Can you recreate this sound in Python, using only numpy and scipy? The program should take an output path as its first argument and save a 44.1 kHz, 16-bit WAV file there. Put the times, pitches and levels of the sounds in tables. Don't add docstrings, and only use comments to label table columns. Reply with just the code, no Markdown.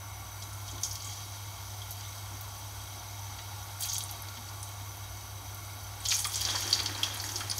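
import sys
import numpy as np
from scipy import signal
from scipy.fft import rfft, irfft
from scipy.io import wavfile

SR = 44100
rng = np.random.default_rng(int(sys.argv[2]) if len(sys.argv) > 2 else 0)


def magnitude_from_level(level_db):
    exponent = np.asarray(level_db, float) / 20
    return 10 ** exponent


def output_pcm(signal):
    pcm = np.clip(np.atleast_2d(signal).T, -1, 1) * 32767
    wavfile.write(sys.argv[1], SR, np.round(pcm).astype(np.int16))


N = 334719

# f/Hz, level per Hz/dB
AIR_HISS = [(12, -46), (20, -31.5), (98, -1.5), (126, -12.5), (167, -20), (481, -25.5), (841, -15.5),
            (1690, -33.5), (2170, -31), (5020, -30.5), (5930, -22), (7410, -54), (8060, -29.5),
            (13700, -27), (15800, -34.5)]
# f/Hz, width/Hz, level/dB
JET_WHISTLES = [(717, 76, 8.5), (879, 117, 4), (1045, 59, 8.5), (1125.5, 60, 11.5), (1394, 147, 7),
                (2190, 160, 4.5), (3150, 620, -3.5), (3830, 160, 4.5), (4600, 200, 1), (5290, 82, -1.5),
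                (6050, 154, 10), (6790, 180, -0.5), (8024, 87, 5), (9200, 85, -12), (10670, 220, -2.5),
                (11600, 170, -1), (13840, 350, -1)]
# f/Hz, width/Hz, level/dB
FLAME_WHISTLES = [(836, 50, -61), (919, 35, -60.5)]
# t/s, level/dB
FLAME_SWELL = [
    (0, -1),
    (2.1, -4),
    (2.6, 1.5),
    (3.0, 3),
    (4.3, 2.5),
    (4.7, -1.5),
    (5.7, -3),
    (6.0, 0.5),
    (7.59, 4.5),
]
# f/Hz, width/Hz, level/dB
PAN_MODES = [(3240, 120, 0), (3963, 47, 1.5), (4560, 170, -2.5), (5285, 205, 0.5), (5850, 650, -7),
             (6640, 122, 4), (8200, 150, -40), (9730, 140, -1), (11600, 430, -29), (13700, 1200, -14)]
# t/s, level/dB
SIZZLE_VIGOUR = [(0, -60), (.4, -54), (.72, -48), (.9, -50), (1.11, -42), (1.3, -47.5), (2.1, -47.5),
                 (3.78, -49), (3.9, -37.5), (4.07, -46.5), (4.5, -51), (6.0, -51), (6.07, -39), (6.29, -44),
                 (6.38, -33), (6.62, -34), (6.8, -39.5), (7.59, -43)]
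# t/s, level/dB
BUBBLE_ROLL = [
    (0, -55.5),
    (4.1, -51.5),
    (5.7, -54.5),
    (6.41, -43.5),
    (6.49, -35.5),
    (6.62, -39),
    (6.98, -39.5),
    (7.25, -42),
    (7.59, -46),
]
# t/s, level/dB
DEEP_GURGLE = [
    (0, -62),
    (6.41, -60),
    (6.49, -49.5),
    (6.98, -46.5),
    (7.16, -53.5),
    (7.27, -50),
    (7.45, -50),
    (7.59, -59),
]
# t/s, level/dB, hold/s
SPRAY_FLASHES = [(.42, -56, 0.41), (0.814, -42.5, .06), (1.0, -52, 0.11), (3.797, -38.5, 0.064),
                 (6.04, -46, .05), (6.115, -34.5, .07), (6.252, -39, 0.089), (6.49, -43.5, 0.27),
                 (6.97, -47, 0.086), (7.22, -43.5, 0.22), (7.548, -42, .1)]
# t/s, peak level/dB, f/Hz, colour width/octaves
SECOND_STICK = [(.4243, -34.5, 7000, .37), (.5289, -39, 6260, .65), (.6778, -34, 5600, 1.1),
                (.7106, -36, 6800, 0.34), (.7794, -36.5, 3540, .6), (.8333, -17.5, 6310, 0.52),
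                (.8335, -30.5, 4400, 0.69), (.834, -34, 11500, .8), (.9275, -32, 13220, .69),
                (.948, -35, 13500, .35), (.9542, -29, 5170, 1.5), (1.0719, -34, 6800, .31),
                (1.817, -34.5, 3380, 0.29), (1.9076, -27, 12500, .5), (2.0085, -33, 4900, 1.2),
                (2.155, -41, 12500, .8), (2.4096, -27, 14700, 0.47), (3.388, -37, 1700, 1.2),
                (3.6268, -36.5, 5970, .24)]
THIRD_STICK = [(3.7956, -34, 14090, .44), (3.8066, -32, 7600, 0.82), (3.821, -26.5, 9400, 0.37),
               (3.8217, -28, 4040, .97), (3.848, -31, 2850, 0.91), (3.8556, -26, 12500, .57),
               (3.9153, -35, 4610, .45), (3.9312, -24, 6360, 0.47), (3.9329, -28, 13870, .34),
               (3.944, -24.5, 7800, 0.5), (3.953, -27, 3840, .91), (3.964, -24, 6230, .43),
               (3.9792, -31.5, 3930, .6), (3.981, -20.5, 10100, .86), (4.005, -27.5, 3780, 1.2),
               (4.0366, -26, 9200, 0.6), (4.0908, -32, 3830, 1.2), (4.1112, -26.5, 11600, .47),
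               (4.2213, -32, 11710, .41), (4.3708, -34.5, 3420, 1.2), (4.487, -35, 4670, .39),
               (4.6284, -26, 9160, 0.45), (4.629, -32, 6130, .64), (4.9696, -37, 13890, .41),
               (5.546, -31, 12270, .56), (5.8337, -39, 13080, .42)]
FOURTH_STICK = [(6.0693, -31, 13720, .55), (6.106, -20, 4400, 0.54), (6.119, -19.5, 2450, 0.51),
                (6.122, -29, 1560, 1.01), (6.1648, -26, 10700, .57), (6.2436, -22.5, 5530, 1),
                (6.2482, -27.5, 3370, .33), (6.249, -27.5, 2200, .7), (6.252, -25, 9810, 1.1),
                (6.2523, -28, 1110, 0.34), (6.2688, -24, 9240, 0.57), (6.3184, -30, 6260, .53),
                (6.343, -24, 5160, 1.01), (6.3568, -20, 7600, 0.63), (6.3765, -29, 6000, .31),
                (6.45, -14, 4970, 0.63), (6.4863, -28, 1130, 1.3), (6.5652, -29.5, 1650, .97),
                (6.606, -28, 11550, .36), (6.6223, -30, 2280, 0.97), (6.6249, -28, 6500, 0.38),
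                (6.668, -32, 2940, .97), (6.6758, -24.5, 5500, .79), (6.702, -27, 9730, .57),
                (6.709, -22.5, 5200, .65), (6.7277, -10, 4560, 0.51), (6.7483, -26, 6640, .49)]
FIFTH_STICK = [(6.801, -19, 4520, 0.33), (6.8586, -17.5, 4650, 0.88), (6.948, -29, 4120, 0.33),
               (6.979, -32, 6130, .41), (7.0305, -26, 7380, 1.8), (7.031, -14.5, 3200, 0.52),
               (7.121, -31, 3360, 0.77), (7.172, -31, 9300, .42), (7.1991, -26.5, 4600, .39),
               (7.215, -33, 13400, .39), (7.24, -25.5, 5500, 1.5), (7.2396, -31, 1790, 0.37),
               (7.2622, -29, 6760, .49), (7.29, -29, 5870, .71), (7.318, -28.5, 6600, 0.52),
               (7.402, -31, 8950, 0.66), (7.4056, -25.5, 1470, 0.89), (7.4983, -25.5, 9460, .31),
               (7.498, -23, 4870, .25), (7.512, -16.5, 4880, .71), (7.5778, -29, 13200, .26),
               (7.5805, -23.5, 6000, .94)]
# t/s, peak level/dB, f/Hz, colour width/octaves
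MORE_BURSTS = [(.5335, -39, 9500, .6), (.8105, -38, 9350, .37), (1.0726, -41, 13680, .49), (2.05, -37, 3800, .35),
               (4.0209, -35, 12970, .56), (4.284, -34.5, 4200, 2.1), (4.6896, -40, 13910, .6),
               (5.648, -40, 7500, 1.2), (6.003, -36, 8700, .35), (6.056, -27, 3300, .3), (6.18, -31, 4760, .46),
               (6.7012, -35, 3240, .34), (6.896, -37, 1980, 1.1), (6.961, -36, 1940, .72),
               (6.987, -34, 4560, .52), (7.193, -35, 6050, .42), (7.2893, -37, 3310, .41)]
# t/s, peak level/dB, f/Hz, colour width/octaves
SPURTS = [(.419, -33.5, 4450, .75), (.6825, -38.5, 3400, .32), (.908, -29.5, 5850, 0.62),
          (.9988, -35.5, 4700, 0.44), (1.018, -31, 6600, .89), (3.384, -35, 3210, 0.8),
          (3.8071, -27, 12180, 1.01), (3.825, -25, 13500, .45), (3.834, -29, 4400, .42),
          (4.8047, -43, 3630, 0.36), (6.0523, -20, 4500, 0.83), (6.141, -19.5, 6400, 0.43),
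          (6.188, -20, 7940, .79), (6.336, -25, 4970, 0.88), (6.4084, -22, 4360, 1.1),
          (6.4103, -25, 12180, .85), (6.5004, -23, 4670, 0.55), (6.5438, -29, 1120, 1),
          (6.5518, -21, 5470, 0.6), (6.79, -22, 2140, 1.9), (6.8278, -29, 9310, 1.4),
          (7.14, -30, 11670, .47)]
# t/s, peak level/dB, f/Hz, colour width/octaves
HEAVES = [
    (.72, -45, 300, 0.47),
    (2.31, -48, 249, 0.39),
    (4.36, -48, 238, 0.25),
]
# t/s, peak level/dB, f/Hz, colour width/octaves
SPITS = [(1.0445, -32, 7600, 0.65), (1.0964, -31, 5830, .61), (3.8335, -25.5, 7540, .68),
         (3.8864, -27, 6310, .59), (6.0845, -19, 7100, 0.83), (6.112, -16.5, 4800, 0.87),
         (6.4871, -25, 3500, 0.39), (7.0314, -20, 5200, 0.57), (7.3568, -21.5, 5180, .76),
         (6.2, -26, 8500, .8), (6.093, -20, 6600, .6), (3.896, -25, 6200, .5), (3.918, -33, 4600, 0.27),
         (.843, -25.5, 6300, 0.56), (6.124, -21, 6300, 0.54), (4.124, -38, 3900, 1.2),
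         (6.868, -28, 4670, .4), (6.7345, -16, 4600, 0.68), (1.125, -37, 5500, .9)]
# t/s, peak level/dB, f/Hz
SKIN_CRACKS = [(0.438, -31, 10600), (0.5312, -33, 9920), (0.5815, -37.9, 10440), (0.8338, -20.1, 6040),
               (0.8581, -33.1, 10330), (0.9305, -31.5, 13320), (0.9546, -27.6, 5200), (0.9561, -29.6, 5340),
               (1.0234, -27.1, 5610), (1.0973, -28.2, 5880), (1.2061, -35.7, 5320), (1.699, -40, 5080),
               (1.9083, -24.5, 12910), (2.1544, -35.6, 12120), (2.4102, -28.1, 14530),
               (3.7812, -35.9, 12700), (3.7936, -36.1, 12360), (3.8076, -26.9, 9220),
               (3.8155, -25.7, 13600), (3.8224, -24.1, 10690), (3.9324, -23.5, 6070), (3.9371, -26.4, 9670),
               (3.9445, -24.5, 8780), (3.9828, -20.1, 10850), (3.9844, -21.8, 10230), (4.0468, -31.0, 9510),
               (4.2226, -33.2, 11600), (4.69, -32.6, 12740), (6.2447, -20, 4850), (6.253, -27.6, 11070),
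               (6.2546, -25.9, 10950), (6.3206, -26.3, 6010), (6.3576, -24.9, 9150), (6.6077, -24.3, 11550),
               (6.7048, -27.9, 9720), (6.7297, -12.7, 4300), (6.7922, -25, 4190), (6.8286, -32.6, 11840),
               (6.8618, -19, 4720), (6.8994, -31, 3760), (7.0329, -27.2, 9920), (7.1745, -29.0, 9970),
               (7.2016, -33.8, 11100), (7.202, -24.5, 4550), (7.2908, -28.6, 4470), (7.4065, -27, 4470),
               (7.4133, -31.4, 10760), (7.5001, -23.5, 9740), (7.5005, -22.1, 4800), (7.579, -28.5, 13010),
               (7.5827, -25, 5760)]


def rms_one(x):
    return x / np.sqrt(np.mean(x ** 2) + 1e-20)


def along(rows):
    s, db = np.transpose(rows)
    return np.interp(np.arange(N) / SR, s, db)


def drift(rate):
    every = 40
    r = np.exp(-2 * every * np.pi * rate / SR)
    noise = rng.standard_normal(N // every + 2002)
    slow = signal.lfilter([1], [1, -2 * r, r * r], noise)[2000:]
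    return np.interp(np.arange(N) / every, np.arange(len(slow)), rms_one(slow))


def resonance(x, hz, width_hz):
    r = np.exp(-np.pi * width_hz / SR)
    poles = [1, -2 * r * np.cos(2 * np.pi * hz / SR), r * r]
    return signal.lfilter([(1 - r * r) / 2, 0, (r * r - 1) / 2], poles, x)


def resonances(x, peaks):
    return sum((-1) ** k * magnitude_from_level(db) * resonance(x, hz, width)
               for k, (hz, width, db) in enumerate(peaks))


def band(x, low_hz, high_hz, order=2):
    edges = [low_hz, min(high_hz, .45 * SR)]
    return signal.sosfilt(signal.butter(order, edges, "band", fs=SR, output="sos"), x)


def burner():
    hz, db = np.transpose(AIR_HISS)
    bins = np.fft.rfftfreq(N, 1 / SR) + 1
    colour = magnitude_from_level(np.interp(np.log(bins), np.log(hz), db))
    smooth = irfft(rfft(rng.standard_normal(N)) * colour, N)
    white = rng.standard_normal(N)
    whistles = 0
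    for hz, width, db in JET_WHISTLES:
        whistle = resonance(resonance(white, hz, 1.17 * width), hz, 1.2 * width)
        whistles = whistles + magnitude_from_level(db + 1.3 * drift(4.0)) * whistle
    return magnitude_from_level(-48.5) * rms_one(smooth) + magnitude_from_level(-49) * rms_one(whistles)


def flame():
    white = rng.standard_normal(N)
    whistles = sum(magnitude_from_level(db) * rms_one(resonance(resonance(white, hz, width), hz, width))
                   for hz, width, db in FLAME_WHISTLES)
    return magnitude_from_level(along(FLAME_SWELL)) * whistles


def extractor():
    motor_hz, duct_hz, duct_width_hz = 100.3, 63.9, 7.4
    hum = np.sqrt(2) * np.sin(2 * np.pi * motor_hz * np.arange(N) / SR)
    boom = resonance(rng.standard_normal(N), duct_hz, duct_width_hz)
    boom = resonance(boom, duct_hz, duct_width_hz)
    return magnitude_from_level(-45) * hum + magnitude_from_level(-54) * rms_one(boom)


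def pan(x):
    return magnitude_from_level(-9) * x + resonances(x, PAN_MODES)


def grains(low_hz, high_hz, per_s, uneven_db, cycles, clump_db, count=14):
    sizes = magnitude_from_level(uneven_db * np.minimum(rng.exponential(1, N), 5)) * rng.choice([-1, 1], N)
    born = rng.random(N) < per_s / SR
    dealt = rng.integers(0, count, N)
    out = 0
    for k, hz in enumerate(np.geomspace(low_hz, high_hz, count)):
        if k % 3 == 0:
            clump = magnitude_from_level(clump_db * drift(33.0))
        clicks = sizes * born * (dealt == k) + 1e-18
        out = out + clump * rms_one(resonance(clicks, hz, 2.6 * hz / cycles))
    return rms_one(out)


def flashes():
    attack_s, fade_db_per_s = 0.01, 150
    t = np.arange(N) / SR
    power = 0
    for s, db, hold in SPRAY_FLASHES:
        rise = np.clip((t - s) / attack_s, 0, 1)
        fade_db = fade_db_per_s * np.maximum(t - s - hold, 0)
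        power = power + (rise * magnitude_from_level(db - fade_db)) ** 2
    return np.sqrt(power)


def boil():
    vigour_db = along(SIZZLE_VIGOUR)
    bubbling = magnitude_from_level(along(BUBBLE_ROLL) - 5.0)
    gurgle = magnitude_from_level(along(DEEP_GURGLE) - 4.5)
    sizzle = magnitude_from_level(vigour_db - 4.5)
    steady = magnitude_from_level(-55.5 + 0.48 * (vigour_db + 48.5) + 1.5 * drift(1.5))
    spray = magnitude_from_level(-4.5) * np.hypot(steady, flashes())
    deep = gurgle * grains(253.7, 378, per_s=400, uneven_db=3.5, cycles=29, clump_db=-0.5, count=6)
    middle = bubbling * grains(690, 2140, per_s=2500, uneven_db=2.5, cycles=3.7, clump_db=2.5)
    fizz = grains(3250, 6960, per_s=6500, uneven_db=3.0, cycles=11.0, clump_db=2.5)
    mist = grains(8400, 14500, per_s=5000, uneven_db=3.5, cycles=9.9, clump_db=3.0)
    fizz = fizz + magnitude_from_level(-9.0) * grains(2450, 9600, per_s=260, uneven_db=2.0, cycles=13, clump_db=-1.0)
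    mist = mist + magnitude_from_level(-12) * grains(6450, 15300, per_s=300, uneven_db=4.0, cycles=32.0, clump_db=1.0)
    return deep + middle + sizzle * rms_one(pan(fizz)) + spray * rms_one(pan(mist))


def bursts():
    sudden = SECOND_STICK + THIRD_STICK + FOURTH_STICK + FIFTH_STICK + MORE_BURSTS
    # events, swell/ms, echo t60/s
    kinds = [(sudden, 1.4, 0.079), (SPURTS, 7.2, 0.1), (HEAVES, 42, .25), (SPITS, 1.2, .17)]
    rows = []
    for events, swell_ms, t60 in kinds:
        for s, db, hz, octaves in events:
            swell = swell_ms * np.clip(hz / 6000, 1, 3) ** -0.64
            echo = t60 + .0004 * (db + 34)
            rows.append((s, db, hz, octaves, swell, echo))
    return rows


def pops(size=5000):
    direct_ms, echo_share = 3.4, 0.68
    rows, t, out = bursts(), np.arange(size) / SR, np.zeros(N + size)
    for s, peak_db, hz, octaves, swell_ms, t60 in rows:
        noise = rng.standard_normal(size)
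        lump = rng.standard_normal(size // 50 + 1)
        swell = max(swell_ms, .1) / 1000
        after = np.maximum(t - swell, 0)
        burst = np.minimum(t / swell, 1) ** 0.25 * magnitude_from_level(-60 * after / max(t60, .01))
        direct = np.exp(-(1000 * after / direct_ms) ** 2)
        burst = burst * (echo_share + (1 - echo_share) * direct)
        burst = burst * magnitude_from_level(2.4 * np.interp(np.arange(size) / 50, np.arange(len(lump)), lump))
        wide = 2 ** np.clip(octaves / 2, .05, 1.5)
        body = rms_one(band(noise * burst, hz / wide, hz * wide))
        splash = rms_one(band(noise * burst ** 2, hz / 1.9, hz * 1.95))
        ring = np.sin(2 * np.pi * hz * t) * (t / .0012) * np.exp(-t / 0.00072)
        snap_db = 3 - 1.4 * swell_ms - 5.5 * octaves
        snap = magnitude_from_level(snap_db) * np.abs(body).max() * ring / ring.max()
        pop = pan(body + magnitude_from_level(-7.0) * splash + snap)
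        at = round(s * SR)
        out[at:at + size] += magnitude_from_level(peak_db) * pop / np.abs(pop).max()
    return out[:N]


def cracks():
    cycles = 2.9
    out, t = np.zeros(N + 128), np.arange(-64, 64) / SR
    for s, peak_db, hz in SKIN_CRACKS:
        phase = rng.uniform(0, 2 * np.pi)
        at = round(s * SR) - 64
        shape = np.exp(-(2 * t * hz / cycles) ** 2)
        out[at:at + 128] += magnitude_from_level(peak_db - 2.5) * shape * np.sin(2 * np.pi * hz * t + phase)
    clicks = out[:N]
    return clicks + magnitude_from_level(-6.0) * resonances(clicks + 1e-18, PAN_MODES)


def kitchen(x):
    t60_s, onset_s = 0.31, 0.0052
    t = np.arange(SR // 2) / SR
    tail = rng.standard_normal(len(t)) * magnitude_from_level(-60 * t / t60_s) * np.minimum(t / onset_s, 1)
    tail = band(tail, 120, 12000, order=1)
    return magnitude_from_level(-10.5) * signal.fftconvolve(x, tail / np.linalg.norm(tail))[:N]


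def scene():
    frying = boil() + pops() + cracks()
    mono = burner() + flame() + extractor() + frying + kitchen(frying)
    return np.array([mono, mono])


def band_limit(x):
    return signal.sosfilt(signal.butter(12, 16480, fs=SR, output="sos"), x)


def record(dry):
    low_pass = signal.ellip(14, .5, 60, 15730, fs=SR, output="sos")
    mix = signal.sosfilt(low_pass, dry)
    return band_limit(mix)


dry = scene()
out = record(dry)
output_pcm(out)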